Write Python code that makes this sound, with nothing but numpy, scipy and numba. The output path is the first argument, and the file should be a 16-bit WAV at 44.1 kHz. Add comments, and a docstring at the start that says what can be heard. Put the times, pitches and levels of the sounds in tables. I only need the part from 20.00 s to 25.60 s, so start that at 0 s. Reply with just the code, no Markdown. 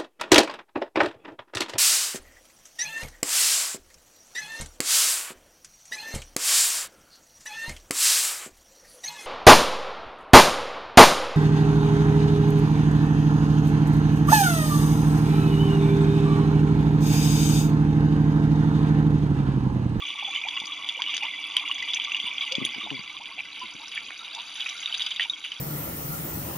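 """A whirlpool spins in a tall clear fountain cylinder in a quiet garden, heard close by on a hand-held phone.
Bubbles ring as decaying sines: in swarms they make the fizz, mist, gurgle, crackle and splashes; singly the
plinks. Gliding low tones gulp, bright clicks snap, the funnel hums as resonated noise and a steady tone.
The phone sinks from above the rim towards the wall, mostly half-way through, while fingers knock and slide
on its ringing case and the hand rumbles; behind lies a faint low garden rumble of filtered noise."""
import sys
import numpy as np
from scipy import signal
from scipy.fft import rfft, irfft
from scipy.io import wavfile
from scipy.ndimage import uniform_filter1d
from numba import njit

SR = 44100
rng = np.random.default_rng(int(sys.argv[2]) if len(sys.argv) > 2 else 0)


def persist_wave(psi):
    """Save psi, clipped to +-1, as 16-bit WAV."""
    counts = np.round(np.clip(psi, -1, 1) * 32767).astype(np.int16)
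    wavfile.write(sys.argv[1], SR, np.atleast_2d(counts).T)


N = 246959
TIME = np.arange(N) / SR

# strength of the flow down the funnel, driving fizz, crackle and small splashes: (t/s, relative level/dB)
FLOW = [(0.0, -36.5), (0.53, -35), (0.64, -37), (0.86, -34.5), (1.06, -35.5), (1.22, -36), (1.46, -34.5),
        (1.81, -35), (2.34, -33.5), (2.83, -35), (2.89, -39.5), (2.96, -36.5), (3.1, -39), (3.35, -39.5),
        (3.46, -39), (4.18, -37), (5.08, -32.5), (5.18, -39), (5.46, -40.5), (5.6, -37)]
# place of the phone: (t/s, position [0 = above the rim .. 1 = beside the wall])
LOWERED = [(0, 0.022), (2.6, 0.065), (3.6, 0.51), (4.5, 0.64), (5.6, 0.7)]


def undb(db):
    """Decibels to gain."""
    return 10 ** (np.asarray(db) / 20)


def unit(x):
    """Scale to rms 1."""
    return x / np.sqrt(np.mean(x ** 2))


def curve(rows):
    """Join (t/s, value) rows by straight lines."""
    return np.interp(TIME, *np.transpose(rows))


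def on_log_axis(hz, points_hz, values):
    """Read a spectrum between its points, along log frequency."""
    return np.interp(np.log(np.maximum(hz, 1)), np.log(points_hz), values)


def colour(x, points):
    """Causal minimum-phase filter with the given (f/Hz, level/dB) gains."""
    size = 2 ** 18
    hz = np.arange(size // 2 + 1) * SR / size
    gains = undb(on_log_axis(hz, *np.transpose(points)))
    cepstrum = irfft(np.log(gains))
    # folding the cepstrum onto positive times makes the phase causal
    cepstrum[1:size // 2] *= 2
    cepstrum[size // 2 + 1:] = 0
    return irfft(rfft(x, size) * np.exp(rfft(cepstrum)))[..., :N]


def butter(x, order, edge_hz, kind):
    """Butterworth high-pass or band-pass."""
    return signal.sosfilt(signal.butter(order, edge_hz, kind, fs=SR, output="sos"), x)


def resonate(x, hz, q):
    """Let x ring through one resonance."""
    return signal.lfilter(*signal.iirpeak(hz, q, fs=SR), x)


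def wander(shape, samples):
    """Slow random drift of rms 1: noise averaged twice over the given number of samples."""
    once = uniform_filter1d(rng.standard_normal(shape), samples)
    return unit(uniform_filter1d(once, samples))


def add(out, s, x):
    """Mix x into out from time s."""
    start = int(np.clip(s * SR, 0, N - 1))
    out[..., start:start + x.shape[-1]] += x[..., :N - start]


@njit
def bubbles(length, start, hz, cycles, size, pan, rise):
    """Each bubble rings for some cycles (to -60 dB) and rises in pitch as it nears the surface."""
    out = np.zeros((2, length))
    for k in range(len(start)):
        first = int(start[k] * SR)
        life = int(cycles[k] / hz[k] * SR) + 2
        # each sample turns and shrinks the wave; glide speeds up the turning
        turn = np.exp(2j * np.pi * hz[k] / SR - np.log(1000) / life)
        glide = np.exp(2j * np.pi * hz[k] / SR * rise / life)
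        wave = size[k] + 0j
        for i in range(first, min(first + life, length)):
            out[0, i] += wave.imag * (1 + pan[k])
            out[1, i] += wave.imag * (1 - pan[k])
            wave *= turn
            turn *= glide
    return out


def swarm(length, start, hz, cycles, scatter_db, width=0.23, rise=0.19):
    """Bubbles of uneven strength and damping; the highest-pitched lie widest apart."""
    life, strength, pan = rng.standard_normal((len(start), 3)).T
    sign = np.sign(rng.standard_normal(len(start)))
    size = undb(scatter_db * np.minimum(strength, 2.6)) * sign
    return bubbles(length, start, hz, cycles * np.exp(0.83 * life), size, pan * width * hz / 10000, float(rise))


def steady_swarm(per_s, hz, spread, cycles, scatter_db, rise):
    """Bubbles scattered evenly over the whole time, with pitches within a log spread either side of hz."""
    count = int(per_s * N / SR)
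    where, pitch = rng.random((count, 2)).T
    pitches = hz * np.exp(spread * (2 * pitch - 1))
    return swarm(N, where * N / SR, pitches, cycles, scatter_db, rise=rise)


def ring(hz, t60, attack_s, rise):
    """One damped oscillation of peak 1 with a soft start and a gliding pitch."""
    t = np.arange(int(t60 * SR) + 8) / SR
    envelope = (1 - np.exp(-(t / attack_s) ** 2)) * np.exp(-np.log(1000) * t / t60)
    return envelope / envelope.max() * np.sin(2 * np.pi * hz * t * (1 + rise * t / t60 / 2))


def garden(level_db=-62, waver_db=2, apart=0.71, lowered_db=-3):
    """Garden air and circulating water rumble low and faint, as coloured noise of wavering level."""
    # spectrum of the rumble: (f/Hz, level/dB)
    rumble_points = [(25, -9.5), (70, -2), (160, -3), (250, 0.5), (325, -3), (500, -5), (1000, -16.5),
                     (3000, -45.5), (12000, -53)]
    noise = rng.standard_normal((3, N))
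    rumble = unit(colour(noise[0] + apart * noise[1:], rumble_points))
    return undb(level_db + waver_db * wander(N, 2000) + lowered_db * curve(LOWERED)) * rumble


def hollow(hz=290.0, level_db=-62, steady_db=-68, lowered_db=-11):
    """The swirl keeps the funnel's air column humming, loudest above its mouth."""
    width_hz = 17
    hum = resonate(rng.standard_normal(N), hz, hz / width_hz)
    hum = resonate(hum, hz, 2)
    tone = unit(np.sin(2 * np.pi * hz * TIME))
    return (unit(hum) * undb(level_db) + tone * undb(steady_db)) * undb(lowered_db * curve(LOWERED))


def fizz(agitation):
    """Countless tiny bubbles, coloured differently above the rim and beside the wall."""
    # spectrum heard from above the rim: (f/Hz, level/dB)
    above_points = [(450, -43), (700, -15), (1000, -9), (1200, -21), (1350, -12), (1800, -28), (2050, 1.5),
                    (2900, -0.5), (3500, 3), (3720, -12), (4700, -8), (6400, -26.5), (9600, -24.5),
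                    (12000, -37.5)]
    # spectrum heard beside the wall: (f/Hz, level/dB)
    beside_points = [(350, -39), (550, -11.5), (900, -8.5), (1500, 4.5), (1900, -7.5), (2400, 6),
                     (3000, 0.5), (3750, 14), (4700, 6), (6400, -17), (9600, -9.5), (12000, -20.5)]
    count = int(4600 * N / SR)  # 4600 bubbles per second
    where, pitch = rng.random((count, 2)).T
    # pitches from 500 to 12000 Hz, even in log frequency
    raw = swarm(N, where * N / SR, 500 * 24 ** pitch, cycles=16, scatter_db=5.7)
    raw = np.diff(raw, prepend=0)  # the quickest pulsations radiate best
    lowered = np.clip(curve(LOWERED), 0, 1)
    above = unit(colour(raw, above_points))
    beside = unit(colour(raw, beside_points))
    return agitation * ((1 - lowered) * above + lowered * beside)


def gurgle(level_db=-58.5, lowered_db=-7):
    """Middling bubbles chirp away at the funnel's tip without a pause."""
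    chirps = steady_swarm(130, hz=1000, spread=0.157, cycles=22, scatter_db=3, rise=0.33)
    soft = butter(chirps, 3, [700, 1300], "band")
    return unit(soft) * undb(level_db + lowered_db * curve(LOWERED))


def funnel(x):
    """The air core rings along, less so as the phone sinks below the rim."""
    # air resonances heard through the funnel's mouth: (f/Hz, width/Hz, level/dB)
    resonances = [(1153, 38, 10), (2324, 98, 3.5), (2883, 72, 1.5), (3393, 146, 1)]
    ringing = sum(undb(db) * resonate(x, hz, hz / width) for hz, width, db in resonances)
    return x + (1 - np.clip(curve(LOWERED), 0, 1)) * ringing


def crackle(agitation, over_db=-9):
    """Single droplets tick into the water, louder while it is stirred up."""
    drops = steady_swarm(220, hz=2950, spread=0.26, cycles=18, scatter_db=4.5, rise=0.083)
    bright = butter(drops, 4, 1800, "high")
    return unit(bright) * agitation * undb(over_db)


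def mist(stir, gain_db=-3.5, stirred_db=-25):
    """Pinhead bubbles burst at the surface in a fine hiss that swells with each splash."""
    # level of the hiss before its gain: (t/s, relative level/dB)
    hiss_level = [(0, -48.5), (1.9, -51), (2.5, -49), (3.3, -56), (3.85, -51), (4.25, -56), (4.68, -42),
                  (4.95, -51.5), (5.6, -50.5)]
    hiss = steady_swarm(1150, hz=6050, spread=0.15, cycles=26, scatter_db=6.5, rise=0.015)
    power = undb(curve(hiss_level) + gain_db) ** 2 + undb(stirred_db) ** 2 * stir
    return unit(np.diff(hiss, prepend=0)) * np.sqrt(power)


def grip(level_db=-66, low_hz=85, high_hz=230, uneven_db=4):
    """The hand rumbles on the case in proportion to how fast it lowers the phone."""
    speed = uniform_filter1d(np.abs(np.gradient(curve(LOWERED))), SR // 4)
    rumble = butter(rng.standard_normal(N), 2, [low_hz, high_hz], "band")
    jerks = wander(N, 1500)
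    return unit(rumble * undb(uneven_db * jerks)) * undb(level_db) * speed / speed.max()


def laps():
    """Small splashes come at random, weaker than the flow and following its level.

    Rows of (t/s, relative level/dB, length/s, f/Hz)."""
    per_s, below_flow_db, typical_s, typical_hz = 16, -9.5, 0.042, 3072
    count = int(per_s * N / SR)
    s = (np.arange(count) + rng.random(count)) / per_s
    strength, length, pitch = np.clip(rng.standard_normal((count, 3)), -2, 2).T
    db = np.interp(s, *np.transpose(FLOW)) + below_flow_db + strength  # scattered by about 1 dB
    return list(zip(s, db, typical_s * np.exp(.5 * length), typical_hz * np.exp(.08 * pitch)))


def splashes(rows, spread=0.1084, gain_db=-2):
    """Each collapse frees a swarm of like-sized bubbles; also returns the power that it stirs up."""
    out, stir = np.zeros((2, N)), np.zeros(N)
    per_s = 640
    for s, db, length, hz in rows:
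        t = np.arange(int(2 * length * SR) + 500) / SR
        start = (np.arange(200) + rng.random(200)) / per_s
        pitch = hz * np.exp(spread * np.clip(rng.standard_normal(len(start)), -2.2, 1.3))
        envelope = undb(db) * np.exp(-(t / length) ** 2)
        cloud = swarm(len(t), start, pitch, cycles=21, scatter_db=3.5) * envelope
        add(out, s, unit(cloud) * np.sqrt(np.mean(envelope ** 2)))
        add(stir, s, envelope ** 2)
    # the swarms hold no bubbles large enough to sound lower
    return butter(out, 6, 1900, "high") * undb(gain_db), stir


def slaps(rows, over_db=4, t60=0.014, attack_s=0.00079, rise=0.065):
    """Each splash opens with one clear ring at the middle pitch of its swarm."""
    out = np.zeros(N)
    for s, db, _, hz in rows:
        add(out, s, undb(db + over_db) * ring(hz, t60, attack_s, rise))
    return out


def gulps(gain_db=-9.5, attack_s=0.003072, swell=0.48, droop=0.85, bend=1.35):
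    """Low tones glide ever faster or hold: gulps of big bubbles closing their necks, steady rings of the
    funnel's air near 1150 Hz, a few finger rasps."""
    # gliding or steady low tones: gulps of big bubbles, steady rings of the funnel's air near 1150 Hz struck by
    # bubbles, and a few rasps of the fingers; each sounds for # 1.28 lengths: (t/s, relative level/dB, first
    # f/Hz, last f/Hz, length/s, roughness [0-1])
    low_tones = [(0.02, -24.5, 1158, 1120, 0.02, 0), (0.174, -30, 1140, 1085, 0.029, 0.42),
                 (0.223, -27.5, 770, 1100, .015, 0.3), (0.274, -27, 780, 880, 0.028, 0.35),
                 (0.326, -31.5, 1137, 1150, 0.019, 0), (0.375, -35.5, 1160, 1170, 0.02, 0.2),
                 (0.448, -27.5, 702, 1170, 0.038, .4), (0.562, -29.5, 1025, 1250, 0.03, 0.54),
                 (0.617, -29, 800, 1100, 0.011, .35), (0.633, -29.5, 850, 1080, 0.01, .35),
                 (0.668, -33, 1140, 1160, 0.02, 0.2), (0.695, -30.5, 1170, 1170, 0.019, 0.1),
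                 (0.785, -30, 1147, 1050, 0.043, 0.5), (0.969, -37, 467, 670, 0.02, 0.3),
                 (0.99, -22.5, 880, 1170, 0.02, .35), (1, -34, 1460, 1750, 0.01, 0.2),
                 (1.082, -31, 1140, 1160, .022, .2), (1.222, -26.5, 810, 1090, 0.042, 0.45),
                 (1.568, -33.5, 1022, 1010, 0.044, 0), (1.631, -29, 1040, 1130, 0.015, 0.6),
                 (1.695, -23, 1065, 1200, 0.016, 0.46), (1.985, -29.5, 944, 950, 0.012, 0),
                 (2.068, -30, 1150, 1193, 0.05, 0.35), (2.264, -30, 978, 1010, 0.019, 0.43),
                 (2.408, -31, 1106, 1230, 0.02, .3), (2.512, -31.5, 516, 568, 0.058, 0.3),
                 (2.602, -31.5, 1160, 1190, 0.022, 0.5), (2.743, -31.5, 845, 820, 0.011, 0),
                 (2.81, -28, 1150, 1160, 0.013, 0.2), (2.862, -29, 640, 1050, 0.016, 0.7),
                 (2.908, -38, 740, 1150, 0.022, 1), (3.14, -38.5, 975, 1270, 0.036, .5),
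                 (3.196, -36, 720, 1250, 0.03, 0.6), (3.308, -37, 1020, 1220, .026, .5),
                 (3.372, -38, 733, 920, 0.039, .5), (3.613, -24, 1013, 990, 0.039, 0.12),
                 (3.796, -36.5, 870, 1055, 0.05, 0.4), (3.969, -23, 1700, 2050, .016, 0.37),
                 (4.207, -31, 1332, 1335, 0.028, 0.1), (4.335, -38, 812, 892, 0.06, 0.54),
                 (4.362, -30.5, 890, 1050, 0.052, 0.65), (5.199, -24, 1950, 2400, .028, 0.5),
                 (5.255, -32, 900, 940, 0.0094, 0.3)]
    out = np.zeros(N)
    unsteady = .05  # pitch wobble of the roughest
    for s, db, first_hz, last_hz, length, rough in low_tones:
        lasting_s = 1.28 * length
        age = np.linspace(0, 1, int(lasting_s * SR))
        size, wobble = wander((2, 8192), 90)[:, :len(age)]
        # as a share of the tone; wide glides swell slowly
        attack = attack_s / lasting_s + swell * abs(np.log(last_hz / first_hz))
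        envelope = (1 - np.exp(-age / attack)) * (1 - age ** 2) * np.exp(-droop * age)
        hz = (first_hz + (last_hz - first_hz) * age ** bend) * (1 + unsteady * rough * wobble)
        tone = np.sin(2 * np.pi * np.cumsum(hz) / SR)
        add(out, s, undb(db + gain_db) * envelope / envelope.max() * (1 + rough * size) * tone)
    return out


def drips(tick_s=0.0032, swell=0.031, rise=0.081):
    """A drop strikes with a tick and traps one ringing bubble; long-ringing ones start more softly."""
    # the clearest plinks: (t/s, level/dB, f/Hz, t60/s, tick level/dB), levels before filtering
    drops = [(0.0215, -23.5, 3370, 0.0248, -49), (0.3607, -15, 3020, 0.017, -42),
             (0.3786, -21, 3030, 0.017, -47), (0.4383, -21.5, 2370, 0.035, -57),
             (0.4865, -14, 3300, 0.0066, -33), (0.5675, -19, 2960, 0.008, -48),
             (0.5738, -18, 2800, 0.016, -50), (0.6003, -20.5, 3395, 0.02, -31),
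             (0.655, -33, 3340, 0.0098, -29.5), (0.889, -16, 3200, 0.009, -31),
             (1.0202, -9, 3150, 0.0056, -29), (1.04, -21, 3070, 0.0087, -46),
             (1.0633, -18, 2900, 0.014, -51), (1.0742, -19, 2900, 0.013, -54),
             (1.1405, -15.5, 3000, 0.0041, -38), (1.1664, -15, 2950, 0.0056, -20.5),
             (1.179, -11, 3200, 0.0043, -28.5), (1.2523, -19.5, 2920, 0.01, -49),
             (1.566, -16, 2970, 0.008, -50), (1.568, -2, 3150, 0.0078, -32),
             (1.5762, -14, 3000, 0.0084, -40), (1.714, -12.5, 2840, 0.016, -37),
             (1.7818, -24.5, 2200, 0.022, -39), (1.8247, -23.5, 2004, 0.0505, -31),
             (1.935, -13, 3400, 0.0084, -32), (1.94, -11.5, 3320, 0.0065, -38),
             (1.999, -15.5, 3170, 0.014, -45), (2.0474, -17.5, 3370, 0.016, -34),
             (2.1188, -15.5, 2710, 0.016, -38), (2.1465, -12.5, 2810, 0.017, -40),
             (2.201, -18.5, 3230, 0.017, -44), (2.3815, -18, 3180, 0.015, -44),
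             (2.409, -19, 3340, 0.016, -54), (2.522, -21, 3370, 0.015, -24),
             (2.5526, -13, 3300, 0.013, -29), (2.6509, -11.5, 3360, 0.014, -33),
             (2.9046, -14, 2870, 0.006, -42), (3.168, -24, 3380, 0.0094, -53),
             (3.391, -22, 2570, 0.015, -55), (3.4052, -23, 2405, 0.022, -58),
             (3.977, -17, 2240, 0.014, -52), (4.1063, -20, 1900, 0.0022, -56),
             (4.349, -28, 3550, 0.026, -29), (4.8588, -12.5, 3640, 0.0091, -42),
             (4.9256, -19.5, 3030, 0.0265, -53), (5.02, -15.5, 3350, 0.013, -29),
             (5.064, -24, 2960, 0.018, -29.5), (5.1065, -27, 3430, 0.02, -35),
             (5.1965, -12.5, 2900, 0.006, -44), (5.197, -14, 1880, 0.013, -43),
             (5.298, -14.5, 3670, 0.03, -34.5), (5.335, -25, 3240, 0.0387, -53),
             (5.5187, -29, 3110, 0.022, -37)]
    # colour of the ticks: (f/Hz, level/dB)
    tick_points = [(500, -35.0), (2300, -11.5), (4500, 13.0), (6500, 5.0), (10000, -11.5), (13000, -32)]
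    out, ticks = np.zeros(N), np.zeros((2, N))
    t = np.arange(SR // 60) / SR
    for s, db, hz, t60, tick_db in drops:
        add(out, s - swell * t60, undb(db) * ring(hz, t60, swell * t60, rise))
        noise = rng.standard_normal(len(t)) + 0.18 * rng.standard_normal((2, len(t)))  # nearly mono
        add(ticks, s, undb(tick_db) * np.exp(-t / tick_s) * noise)
    return butter(out, 2, 700, "high") + colour(ticks, tick_points)


def thud(tune, attack_s=0.00015, rise=-0.29):
    """The case rings once, sinking in pitch; the finger's pressure tunes it."""
    # the case's dull ring before tuning: (f/Hz, relative level/dB, t60/s)
    modes = [(149, -22, 0.023), (226, 1, 0.024), (277, -11, 0.079), (475, -16, 0.007)]
    out = np.zeros(SR // 10)
    for hz, db, t60 in modes:
        add(out, 0, undb(db) * ring(hz * tune, t60, attack_s, rise))
    return out


def fingers(slide_db=-2, low_hz=100, high_hz=640, swell=0.3, pressed=1.206):
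    """Knocks and stick-slip runs ring the case; a run slows and sinks in pitch as it swells and dies."""
    # knocks on the case: (t/s, relative level/dB, pitch ratio)
    knocks = [(0.615, -39.5, 1.07), (0.637, -42, 1), (2.24, -39, 0.91), (2.5812, -21.5, 1),
              (2.6154, -27, 1.13), (2.6235, -25.5, 1.09), (2.648, -30.5, 1.15), (2.7805, -34, 1.1),
              (2.9918, -32.5, 0.72), (3.748, -40, 0.9)]
    # stuttering slides of 18 slips: (t/s, relative level/dB, time scale/s, rough first rate/slips per s)
    slides = [(2.594, -34, 0.1, 142), (2.761, -38.5, 0.032, 135), (2.834, -38.5, 0.056, 115),
              (2.912, -27, 0.058, 143), (3.633, -41, 0.043, 115), (3.755, -45, 0.026, 120)]
    out = np.zeros(N)
    uneven, slowing = .025, 0.194  # scatter of the slip periods; their growth per time scale
    for s, db, tune in knocks:
        add(out, s, undb(db) * thud(tune))
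    for s, db, length, slip_hz in slides:
        age = 0
        for stretch in 1 + uneven * rng.standard_normal(size=18):
            slack = 1 + slowing * age / length
            period = stretch / slip_hz * slack
            force = (age + period) / (swell * length)
            add(out, s + age, undb(db + slide_db) * force * np.exp(1 - force) * thud(pressed / slack))
            age += period
    return butter(out, 3, [low_hz, high_hz], "band")


def snaps(t60=0.003, attack_s=0.0001, spatter_db=-12, spatter_s=0.0049, spread=1.02):
    """Short bright clicks, each a brief ring with a fading spatter of narrow-band noise."""
    # short bright clicks, one of them the overloaded edge of the loudest plink:
    # (t/s, relative level/dB, f/Hz)
    clicks = [(0.669, -24, 6000), (1.146, -21, 6200), (1.469, -37.5, 10200), (1.5683, -22, 13500),
              (1.745, -26.5, 6300), (1.946, -14.5, 6060), (2.042, -26, 6100), (2.124, -26, 6270),
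              (2.6493, -19, 6300), (2.6513, -21, 9700), (2.6626, -29, 6600), (3.128, -35.5, 6200),
              (3.595, -30, 5530), (3.74, -30.5, 5760), (3.882, -22, 5360), (3.948, -36, 10100),
              (4.178, -29, 5940), (4.693, -21, 5800), (4.804, -25, 6500), (4.8585, -22, 4500),
              (4.981, -22.5, 6100)]
    out = np.zeros(N)
    t = np.arange(SR // 60) / SR
    for s, db, hz in clicks:
        spatter = butter(rng.standard_normal(len(t)), 2, [hz / spread, hz * spread], "band")
        add(out, s, undb(db) * ring(hz, t60, attack_s, 0))
        add(out, s, undb(db + spatter_db) * unit(spatter) * np.exp(-t / spatter_s))
    return out


def cylinder(x, t60=0.052, wet_db=-9, apart=0.56, gap_s=0.0024, size=1024):
    """Sound rattles briefly between wall and water; the spinning surface keeps changing the echoes."""
    t, wet = np.arange(int(.1 * SR)) / SR, np.zeros((2, N))
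    fade = np.exp(-np.log(1000) * t / t60) * (t > gap_s)
    window = signal.get_window("hann", 2 * size)
    # overlapping stretches, each with echoes of its own
    for first in range(0, N - 2 * size, size):
        noise = rng.standard_normal((3, len(t)))
        tail = (noise[0] + apart * noise[1:]) * fade / np.sqrt(np.sum(fade ** 2))
        stretch = x[:, first:first + 2 * size] * window
        add(wet, first / SR, signal.fftconvolve(stretch, tail, axes=1))
    return x + undb(wet_db) * wet


def scene(flow_db=-3.3, spray_db=-10):
    """Splashes stir up the fizz; all but the hum, the handling and the garden sounds in the cylinder."""
    # the big splashes, each a swarm of bubbles: (t/s, relative level/dB, length/s, f/Hz)
    big = [(0.051, -30.5, 0.012, 2930), (0.078, -31.5, 0.033, 3050), (0.187, -33.5, 0.035, 2920),
           (0.264, -42, 0.042, 2980), (0.337, -32, 0.021, 2880), (0.354, -32, 0.022, 2970),
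           (0.567, -37, 0.036, 2580), (0.889, -26, 0.0087, 3000), (1.064, -35, 0.013, 3020),
           (1.083, -32, 0.059, 3030), (1.139, -30, 0.019, 3030), (1.225, -30.5, 0.049, 2740),
           (1.575, -32.5, 0.037, 2960), (1.659, -34.5, 0.055, 2910), (1.877, -30.5, 0.032, 3130),
           (1.957, -27.5, 0.018, 2770), (2.008, -35, 0.053, 2950), (2.151, -30.5, 0.021, 2930),
           (2.252, -33.5, 0.052, 3000), (2.41, -31.5, 0.043, 3270), (2.521, -29, 0.0041, 2970),
           (2.66, -31, 0.0092, 2730), (2.745, -32.5, 0.014, 2940), (2.807, -35, 0.064, 3150),
           (3.038, -40, 0.017, 2750), (3.095, -39, 0.016, 3500), (3.256, -34.5, 0.012, 2960),
           (3.383, -34, 0.028, 2610), (3.543, -40, 0.16, 3250), (3.917, -36, 0.036, 3280),
           (3.956, -33.5, 0.047, 2940), (4.083, -38, 0.0069, 3200), (4.246, -35.5, 0.016, 3470),
           (4.385, -38.5, 0.046, 2820), (4.555, -34.5, 0.035, 3450), (4.597, -27, 0.026, 3170),
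           (4.66, -28, 0.018, 2430), (4.684, -30.5, 0.023, 3100), (4.828, -32, 0.009, 3300),
           (4.942, -25, 0.014, 3530), (4.995, -27.5, 0.042, 3360), (5.063, -28.5, 0.017, 3380),
           (5.106, -25, 0.019, 3340), (5.161, -27.5, 0.0092, 3570), (5.199, -24.5, 0.023, 2840),
           (5.217, -25, 0.031, 3010), (5.44, -31.5, 0.046, 3110), (5.517, -33, 0.026, 2970)]
    rows = big + laps()
    swarms, stir = splashes(rows)
    agitation = np.sqrt(undb(curve(FLOW) + flow_db) ** 2 + undb(spray_db) ** 2 * stir)
    through_funnel = funnel(fizz(agitation) + swarms + gurgle())
    surface = crackle(agitation) + mist(stir) + slaps(rows) + drips() + snaps()
    water = cylinder(through_funnel + surface + gulps())
    return water + hollow() + fingers() + grip() + garden()


def record(dry):
    """Each channel is coloured and phase-shifted; high peaks are flattened and the top is cut."""
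    # colour of the two channels, with dips and a steep fall above 12 kHz:
    # (f/Hz, left level/dB, right level/dB, left lead/rad)
    channels = [(40, 0, -1, 0), (90, -1, -8, 2.2), (170, 3, -12, 1.7), (300, 3, -4, 1.2), (550, 1, -1, .7),
                (1000, -1.5, 1.5, .5), (2500, -1, 1, .25), (3920, 0, 0, .3), (4150, -15, -15, 0),
                (4290, -15, -17, 0), (4550, 2, -6, .6), (4920, 2, -17, .8), (5180, -15, -18, 1.5),
                (5480, -4, 0, -1), (5900, -1, -3, -.5), (6400, 2, -5, -1.3), (7250, -5, -7, -1.6),
                (7800, -21, -23, -2.5), (8550, -20, -17, -2.2), (9050, -3, 1, -1.7), (10000, 0, 4, -1.5),
                (10450, 1, -3, -1), (10900, -16, -14, -2.4), (11500, -3, -3, -1), (11950, -6, -6, 0),
                (12500, -32, -32, 0), (13300, -36, -36, 0), (14100, -25, -25, 0), (15000, -40, -40, 0)]
    size, top_hz = 2 ** 18, 14800
    hz, left_db, right_db, lead = np.transpose(channels)
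    bins = np.arange(size // 2 + 1) * SR / size
    both = rfft(colour(dry, np.transpose([hz, (left_db + right_db) / 2])), size)
    # half the difference in level and phase goes to each side
    turn = np.exp(1j * on_log_axis(bins, hz, lead) / 2)
    apart = undb(on_log_axis(bins, hz, left_db - right_db) / 2) * turn
    flattened = np.clip(irfft(both * [apart, 1 / apart])[:, :N], -.42, .42)
    return signal.sosfilt(signal.ellip(8, .2, 70, top_hz, fs=SR, output="sos"), flattened)


dry = scene()
out = record(dry)
persist_wave(out)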